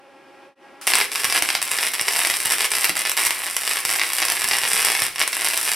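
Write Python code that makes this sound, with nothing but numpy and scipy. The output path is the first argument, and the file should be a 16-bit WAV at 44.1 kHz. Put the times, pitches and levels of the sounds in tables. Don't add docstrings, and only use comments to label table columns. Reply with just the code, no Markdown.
import sys
import numpy as np
from scipy import signal
from scipy.fft import rfft, irfft
from scipy.io import wavfile
from scipy.ndimage import uniform_filter1d

SR = 44100
rng = np.random.default_rng(int(sys.argv[2]) if len(sys.argv) > 2 else 0)


def digitize_waveform(pressure):
    field = np.atleast_2d(pressure).T
    bounded = np.clip(field, -1, 1)
    quanta = np.round(bounded * 32767).astype(np.int16)
    wavfile.write(sys.argv[1], SR, quanta)


N = 253575
TIME = np.arange(N) / SR
BINS_HZ = np.fft.rfftfreq(N, 1 / SR)
RIPPLE_HZ = 120
EDGE_HZ = 15900


def gain_of(db):
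    return 10 ** (np.asarray(db) / 20)


def evened(x):
    return x / np.sqrt(np.mean(x ** 2) + 1e-20)


def read(points, hz):
    f, value = np.transpose(points)
    return np.interp(np.log(hz + 1), np.log(f), value)


def level(rows):
    return gain_of(np.interp(TIME, *np.transpose(rows)))


def drift(hz):
    return evened(irfft(rfft(rng.standard_normal(N)) / (1 + (BINS_HZ / hz) ** 4), N))


def below(x, hz):
    return irfft(rfft(x) / (1 + (BINS_HZ / hz) ** 8), N)


def convolve(x, response):
    return signal.fftconvolve(np.atleast_2d(x), np.atleast_2d(response), axes=1)[:, :N]


# (frequency [Hz], correlation [0-1])
PORT_LIKENESS = [(100, 0.2), (400, 0.85), (900, .78), (2500, 0.95), (4500, 0.79), (6500, 0.32), (10000, 0),
                 (15000, 0.3)]


def at_ports(pair):
    size = pair.shape[1]
    a, b = rfft(pair)
    same = np.clip(read(PORT_LIKENESS, np.fft.rfftfreq(size, 1 / SR)), 0, 1)
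    mid = a * np.sqrt((1 + same) / 2)
    side = b * np.sqrt((1 - same) / 2)
    return irfft(np.array([mid + side, mid - side]), size)


def air_noise(spectrum):
    white = rfft(rng.standard_normal((2, N)))
    return evened(at_ports(irfft(white * gain_of(read(spectrum, BINS_HZ)), N)))


# (time [s], level [dB])
FAN_LEVEL = [(0, -48), (.44, -44), (.85, -44.5), (5.75, -61)]
# (multiple of the blade rate, relative level [dB])
BLADE_TONES = [(1, -14.5), (2, -6.5), (3, -5.5), (4, -15), (5, -13), (6, -13.5), (7, -15.5), (8, -21),
               (9, -17), (10, -25)]
# (frequency [Hz], relative level [dB])
FAN_SPECTRUM = [(30, -35), (110, -13), (250, -3), (370, 7.5), (450, -5), (850, -0.5), (1500, -7.5),
                (2700, -7.5), (4000, -18), (5400, -18), (6700, -26.5), (9500, -23), (14000, -36),
                (16000, -48)]


def fan(air_db=-5.0, tone_db=-2, blade_hz=273.3, dip_s=.551, dip_half_s=0.1, dip_db=-37, dip_curve=1.04):
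    angle = 2 * np.pi * np.cumsum(blade_hz * (1 + .005 * drift(15))) / SR
    tones = np.zeros(N)
    for multiple, db in BLADE_TONES:
        waver = gain_of(db + 3 * drift(14))
        tones += waver * np.sin(multiple * angle + .85 * drift(20))
    dip = np.minimum(gain_of(dip_db) + (abs(TIME - dip_s) / dip_half_s) ** dip_curve, 1)
    return level(FAN_LEVEL) * dip * (gain_of(air_db) * air_noise(FAN_SPECTRUM) + gain_of(tone_db) * tones)


# (frequency [Hz], relative level [dB])
GAS_SPECTRUM = [(200, -52), (1000, -4.5), (2500, -4), (4000, -9.5), (5200, -6.5), (6700, -11.5), (9500, -5),
                (16000, -21)]


def gas(start_s=.812, gas_db=-40, surge_db=5, surge_s=0.035):
    since = np.maximum(TIME - start_s, 0)
    opening = np.minimum(since / .001, 1)
    return opening * gain_of(gas_db + surge_db * np.exp(-since / surge_s)) * air_noise(GAS_SPECTRUM)


def bubble(t, bright_db, ring_hz=2150, ring_s=0.0013, size=0.094, dull_db=-13):
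    share = size / (1 + gain_of(bright_db - dull_db) ** 2)
    return share * np.cos(2 * np.pi * ring_hz * t) * np.exp(-t / ring_s)


# (time [s], strength [dB], brightness, treble against body [dB])
ARC_SNAPS = [(0.8698, 8, 4), (0.8751, 13.5, 1.5), (0.9021, 4.5, -13), (0.936, 12.5, -6), (0.9539, 13, 2),
             (1.0131, 7.5, -14), (1.1172, -3, -6), (1.1573, 7.5, -2), (1.1992, 3.5, -5),
             (1.2442, 9.5, -0.5), (1.2993, 6.5, -5), (1.3247, 8, -2), (1.349, 3, -4), (1.3669, 7, -3),
             (1.423, 13.5, 0.5), (1.4891, 8, -8), (1.5026, 10, -7), (1.5518, 9, -7), (1.6171, 3.5, 3.5),
             (1.6268, 8.5, 3.5), (1.7152, 10, 1), (1.7865, 5.5, -8), (1.8292, 5.5, -9), (1.8725, 0.5, -16),
             (1.8836, 3, 9), (1.9363, 4.5, -2), (1.9404, 3, 7), (1.9955, 5.5, -13), (2.012, 4.5, 4.5),
             (2.0827, 8.5, -10), (2.1625, 8.5, 0), (2.1914, 8, 3), (2.2497, 7, -5), (2.3, 6, -9),
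             (2.3398, 5, -7), (2.4567, 9.5, 3), (2.6067, 7.5, 0), (2.6458, 4.5, -5), (2.7173, 9, 3),
             (2.7515, 6.5, 0), (2.767, 3.5, -1), (2.8439, 15, 2), (2.8528, 9, 4), (2.8943, 10.5, 0),
             (2.9543, 1, 0), (2.969, 3.5, -12), (3.0522, 2.5, -5), (3.0597, 4, -15), (3.0957, 9, 6),
             (3.117, 7.5, 2.5), (3.1685, 6, 4), (3.1752, 9.5, -3), (3.2647, 9, 6), (3.268, 10, 2),
             (3.3072, 6.5, 2), (3.4663, 0.5, 1), (3.5662, 11, 0.5), (3.6766, 7.5, 0), (3.712, 6.5, -7),
             (3.759, 1.5, 1), (3.8513, 11, 3.5), (3.893, 5, 0), (3.9962, 5, -7), (4.015, 7.5, -35),
             (4.0674, -1.5, -3), (4.1335, 7.5, 7), (4.151, 1, 3), (4.1843, 7, -4), (4.2196, 1.5, -9),
             (4.2259, 7, -8), (4.284, 5.5, -1), (4.3006, 10, 2), (4.3204, 8.5, 3), (4.4428, 8.5, 1.5),
             (4.5121, 6.5, -11), (4.5338, 4, -12), (4.5846, 4.5, -8), (4.7333, 11.5, 5), (4.7766, -1.5, 8),
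             (4.8014, 0, 4), (4.849, 13.5, 8), (4.9509, 7, -14), (4.9929, 1.5, -12), (5.02, 11.5, 2),
             (5.0326, 3.5, 1), (5.1596, -1, -2), (5.1825, -4, -2), (5.208, 3, -5), (5.2153, 7, -20),
             (5.2771, 8, 2.5), (5.3302, 5, -8), (5.4641, 5.5, -4.5), (5.535, 0.5, -2), (5.5754, 10.5, 5),
             (5.652, 4, 7), (5.7169, 8.5, 0)]
FIRST_STRIKE_S = ARC_SNAPS[0][0]


def snaps(snap_db=0, split_hz=6500, treble_db=1, spit=.22, spit_s=0.0008, after=0.55, after_s=.003):
    body, treble = np.zeros((2, N + SR))
    t = np.arange(400) / SR
    grits = np.diff(rng.standard_normal((len(ARC_SNAPS), len(t) + 1)))
    lags = rng.uniform(.15, 1, len(ARC_SNAPS)) * after_s
    for (s, db, bright_db), grit, lag in zip(ARC_SNAPS, grits, lags):
        after_crack = after * (abs(t - lag) < .5 / SR)
        droplets = spit * grit * np.exp(-t / spit_s) * (t > 0)
        shock = (t == 0) + after_crack + droplets
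        strength = gain_of(db + snap_db) / np.hypot(1, gain_of(bright_db))
        at = round(s * SR)
        body[at:at + len(t)] += strength * (shock + bubble(t, bright_db))
        treble[at:at + len(t)] += strength * gain_of(bright_db + treble_db) * shock / np.linalg.norm(shock)
    return below(body[:N], split_hz) + treble[:N] - below(treble[:N], split_hz)


def sparks(per_s, spread_db, ripple_db, clump_db):
    ripple = np.cos(2 * np.pi * (RIPPLE_HZ * TIME - .3))
    db = spread_db * rng.uniform(-1.6, 1, N) + ripple_db * ripple + clump_db * np.tanh(drift(81))
    train = gain_of(db) * (rng.random(N) < per_s / SR)
    return evened(train - uniform_filter1d(train, size=200))


def sputter(crest=.27, split_hz=5000, size_db=8, colour_db=4, alternate_db=2):
    cycles = np.arange(int(N / SR * RIPPLE_HZ) - 1)
    late, size, colour = rng.uniform(-1, 1, (len(cycles), 3)).T
    at = (abs(cycles + crest + .45 * late ** 3) / RIPPLE_HZ * SR).astype(int)
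    db = size_db * size + alternate_db * (-1.) ** cycles
    body, treble = np.zeros((2, N))
    body[at] = gain_of(db - colour_db * colour)
    treble[at] = gain_of(db + colour_db * colour)
    return evened(below(body, split_hz) + treble - below(treble, split_hz))


# (start [s], relight [s], deepest change [dB])
ARC_STALLS = [(1.047, 1.117, -17), (1.383, 1.424, -16), (1.567, 1.618, -16), (1.876, 1.94, -12),
              (1.946, 1.995, -6.5), (2.016, 2.068, -10.5), (2.645, 2.704, -22), (2.888, 2.962, -23),
              (3.017, 3.051, -17), (3.114, 3.174, -18), (3.81, 3.851, -6), (5.064, 5.187, -15.5),
              (5.236, 5.325, -8.5)]


def stalling(fall_db_per_s=502):
    change_db = np.zeros(N)
    for start, relight, depth_db in ARC_STALLS:
        change_db += np.clip(-fall_db_per_s * (TIME - start), -abs(depth_db), 0) * (TIME < relight)
    return change_db


# (start [s], length [s], change in level [dB])
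ARC_FLARES = [(0.876, 0.15, 7), (1.237, 0.018, 5), (1.339, 0.052, 9.5), (1.82, .025, -0.5),
              (2.177, 0.066, 1.5), (2.499, 0.04, 6), (2.649, 0.013, 9.5), (2.835, 0.017, 0),
              (3.04, 0.0134, 2), (3.171, 0.106, 7), (3.691, 0.032, 5.5), (4.19, 0.087, 3),
              (5.187, 0.045, 3), (5.433, 0.036, 5.5)]


def flaring(rise_s=0.0041, fall_s=0.005):
    change_db = np.zeros(N)
    for start, length, boost_db in ARC_FLARES:
        rise = (TIME - start) / rise_s
        fall = 1 - (TIME - start - length) / fall_s
        change_db += boost_db * np.clip(np.minimum(rise, fall), 0, 1)
    return change_db


# (time [s], relative level [dB])
BURN_LEVEL = [(.87, -32.5), (1.15, -29.5), (1.5, -30), (1.68, -32), (1.8, -26), (2.2, -25), (2.4, -28.5),
              (2.9, -26), (3.4, -31), (3.55, -32), (3.95, -25), (4.1, -30), (4.5, -26), (4.85, -24),
              (5.05, -27.5), (5.35, -28), (5.75, -25)]


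def arc_activity():
    return level(BURN_LEVEL) * gain_of(flaring() + stalling()) * (TIME > FIRST_STRIKE_S)


def sizzle(sizzle_db=-10, pop_db=-10, pop_hz=4500, fizz_db=-9, fizz_hz=6500, sputter_db=1,
           low_hz=130, bass_cut=0.93, arc_db=-1.5):
    frying = sparks(per_s=450, spread_db=8, ripple_db=4, clump_db=3)
    pops = below(sparks(per_s=400, spread_db=3, ripple_db=-0.5, clump_db=15), pop_hz)
    fine = sparks(per_s=3100, spread_db=-2.5, ripple_db=-0.5, clump_db=9)
    fizz = fine - below(fine, fizz_hz)
    bed = evened(gain_of(sizzle_db) * frying + gain_of(pop_db) * pops + gain_of(fizz_db) * fizz)
    mix = bed + gain_of(sputter_db) * sputter()
    thinned = mix - bass_cut * below(mix, low_hz)
    return gain_of(arc_db) * arc_activity() * thinned


# (frequency [Hz], relative level [dB])
SPARK_SPECTRUM = [(40, -50), (170, -28.5), (400, -13), (1000, -6.5), (1500, -5), (2200, -1), (2800, -3.5),
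                  (3300, -6), (4300, -7.5), (5200, -3), (8000, -3.5), (9800, -3), (12000, -7.5),
                  (15500, -23)]
# (centre [Hz], width [Hz], depth [dB])
TREBLE_HOLLOW = (6670, 700, -10)


def spark_pulse(size=2048):
    hz = abs(np.fft.fftfreq(size, 1 / SR))
    centre, width, depth_db = TREBLE_HOLLOW
    db = read(SPARK_SPECTRUM, hz) + depth_db * np.exp(-((hz - centre) / width) ** 2)
    db = db - np.clip((hz - EDGE_HZ) / 30, 0, 60)
    log_spectrum = np.conj(signal.hilbert(np.log(gain_of(db))))
    pulse = np.fft.ifft(np.exp(log_spectrum)).real
    for centre_hz, q in [(1500, .8), (9000, 1)]:
        poles = signal.iirpeak(centre_hz, q, fs=SR)[1]
        pulse = signal.lfilter(poles[::-1], poles, pulse)
    return pulse / np.linalg.norm(pulse)


# (frequency [Hz], relative level [dB])
SHEET_MODES = [(245, -2), (330, -8), (402, 4), (520, -2), (700, -7), (835, -5), (1053, -2), (1083, -2),
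               (1553, -3), (1719, -1), (1918, -1), (2027, 0), (2185, -1), (2325, -1), (2525, -2),
               (2720, -2), (2838, -1), (3074, -4), (3331, -6), (3807, -3), (4899, -4), (9630, -6)]


def sheet_ring(t60_s=.11, ring_db=-58):
    t = np.arange(SR // 2) / SR
    ring = sum(gain_of(db) * np.cos(2 * np.pi * hz * t) for hz, db in SHEET_MODES)
    return (t == 0) + gain_of(ring_db) * ring * gain_of(-60 * t / t60_s)


# (time [s], relative level [dB])
GAS_PUFFS = [(0.87, -45), (0.951, -43), (1.158, -45), (1.245, -41), (1.367, -43), (1.424, -35),
             (1.503, -46), (1.553, -46), (1.715, -45), (2.012, -42), (2.163, -46), (2.299, -35),
             (2.457, -42), (2.717, -44), (2.768, -45), (2.895, -31), (2.971, -45), (3.265, -39),
             (3.852, -44), (4.32, -42), (4.444, -45), (4.513, -41), (4.636, -43), (4.736, -46), (5.02, -37),
             (5.465, -46)]


def puffs(puff_db=2, swell_s=0.00096, gush_db=4, gush_s=0.0054, gush_hz=330):
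    train = np.zeros(N)
    for s, db in GAS_PUFFS:
        train[round(s * SR)] += gain_of(db)
    t = np.arange(2000) / SR
    u = t / swell_s
    push = (1 - u) * np.exp(-u) * (1 - np.exp(-5 * u))
    turbulence = evened(below(np.diff(rng.standard_normal(N + 1)), gush_hz))
    gush = convolve(train, np.exp(-t / gush_s) * (1 - np.exp(-u)))[0] * turbulence
    return gain_of(puff_db) * convolve(train, push / push.max())[0] + gain_of(gush_db) * gush


# (frequency [Hz], decay by 60 dB [s])
GARAGE_T60 = [(150, 0.8), (600, 0.26), (2500, 0.33), (8000, 0.21), (15000, 0.28)]


def diffuse_tail(build_s=0.00057):
    size = SR // 2
    hz, t, z = signal.stft(rng.standard_normal((2, size)), SR, nperseg=256)
    z = z * gain_of(-60 * t / read(GARAGE_T60, hz)[:, None]) * (1 - np.exp(-t / build_s))
    tail = at_ports(signal.istft(z, SR, nperseg=256)[1][:, :size])
    return tail / np.linalg.norm(tail[0])


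# (delay [s], gain [ratio])
NEAR_ECHOES = [(.00105, 0.17), (.0019, -0.01), (.0029, 0.14), (.0037, 0.03), (.0063, .17), (.0082, -0.13),
               (0.0159, 0.095)]


def garage(x, shift_hz=3, count=4, tail_db=-4):
    near = np.zeros((2, SR // 20))
    near[:, 0] = 1
    for (delay, gain), skew in zip(NEAR_ECHOES, rng.integers(-1, 2, len(NEAR_ECHOES))):
        near[0, round(delay * SR)] += gain
        near[1, round(delay * SR) + skew] += gain
    shares = np.array([drift(shift_hz) for _ in range(count)])
    shares /= np.linalg.norm(shares, axis=0)
    tails = sum(convolve(x * share, diffuse_tail()) for share in shares)
    return convolve(x, near) + gain_of(tail_db) * tails


# (time [s], level [dB])
HUM_LEVEL = [(.87, -69), (1.2, -62), (3.1, -65), (3.4, -62), (4.1, -63), (4.3, -58), (4.85, -57.5),
             (5.1, -63), (5.75, -61)]


def hum(second_db=-64):
    angle = 2 * np.pi * RIPPLE_HZ * TIME
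    octave = gain_of(second_db + 2 * drift(7.5)) * np.sin(2 * angle)
    tone = level(HUM_LEVEL) * np.sin(angle) + octave
    onset = np.clip((TIME - FIRST_STRIKE_S) / 0.018, 0, 1)
    return onset * gain_of(stalling()) * tone


def scene():
    arc = convolve(convolve(snaps() + sizzle(), spark_pulse()), sheet_ring())
    return garage(arc + puffs()) + hum() + fan() + gas()


# (frequency [Hz], level difference [dB])
PORT_BALANCE = [(70, -3), (300, -0.5), (3500, 0.5), (6600, -3), (9000, -0.8), (15000, 1.5)]


def record(dry, ceiling=.95):
    tilt_db = read(PORT_BALANCE, BINS_HZ) / 2
    ported = irfft(rfft(dry) * gain_of([tilt_db, -tilt_db]), N)
    rounded = ceiling * np.tanh(ported / ceiling)
    edge = signal.firwin(255, EDGE_HZ, window=("kaiser", 8), fs=SR)
    return signal.oaconvolve(rounded, edge[None], "same")


dry = scene()
out = record(dry)
digitize_waveform(out)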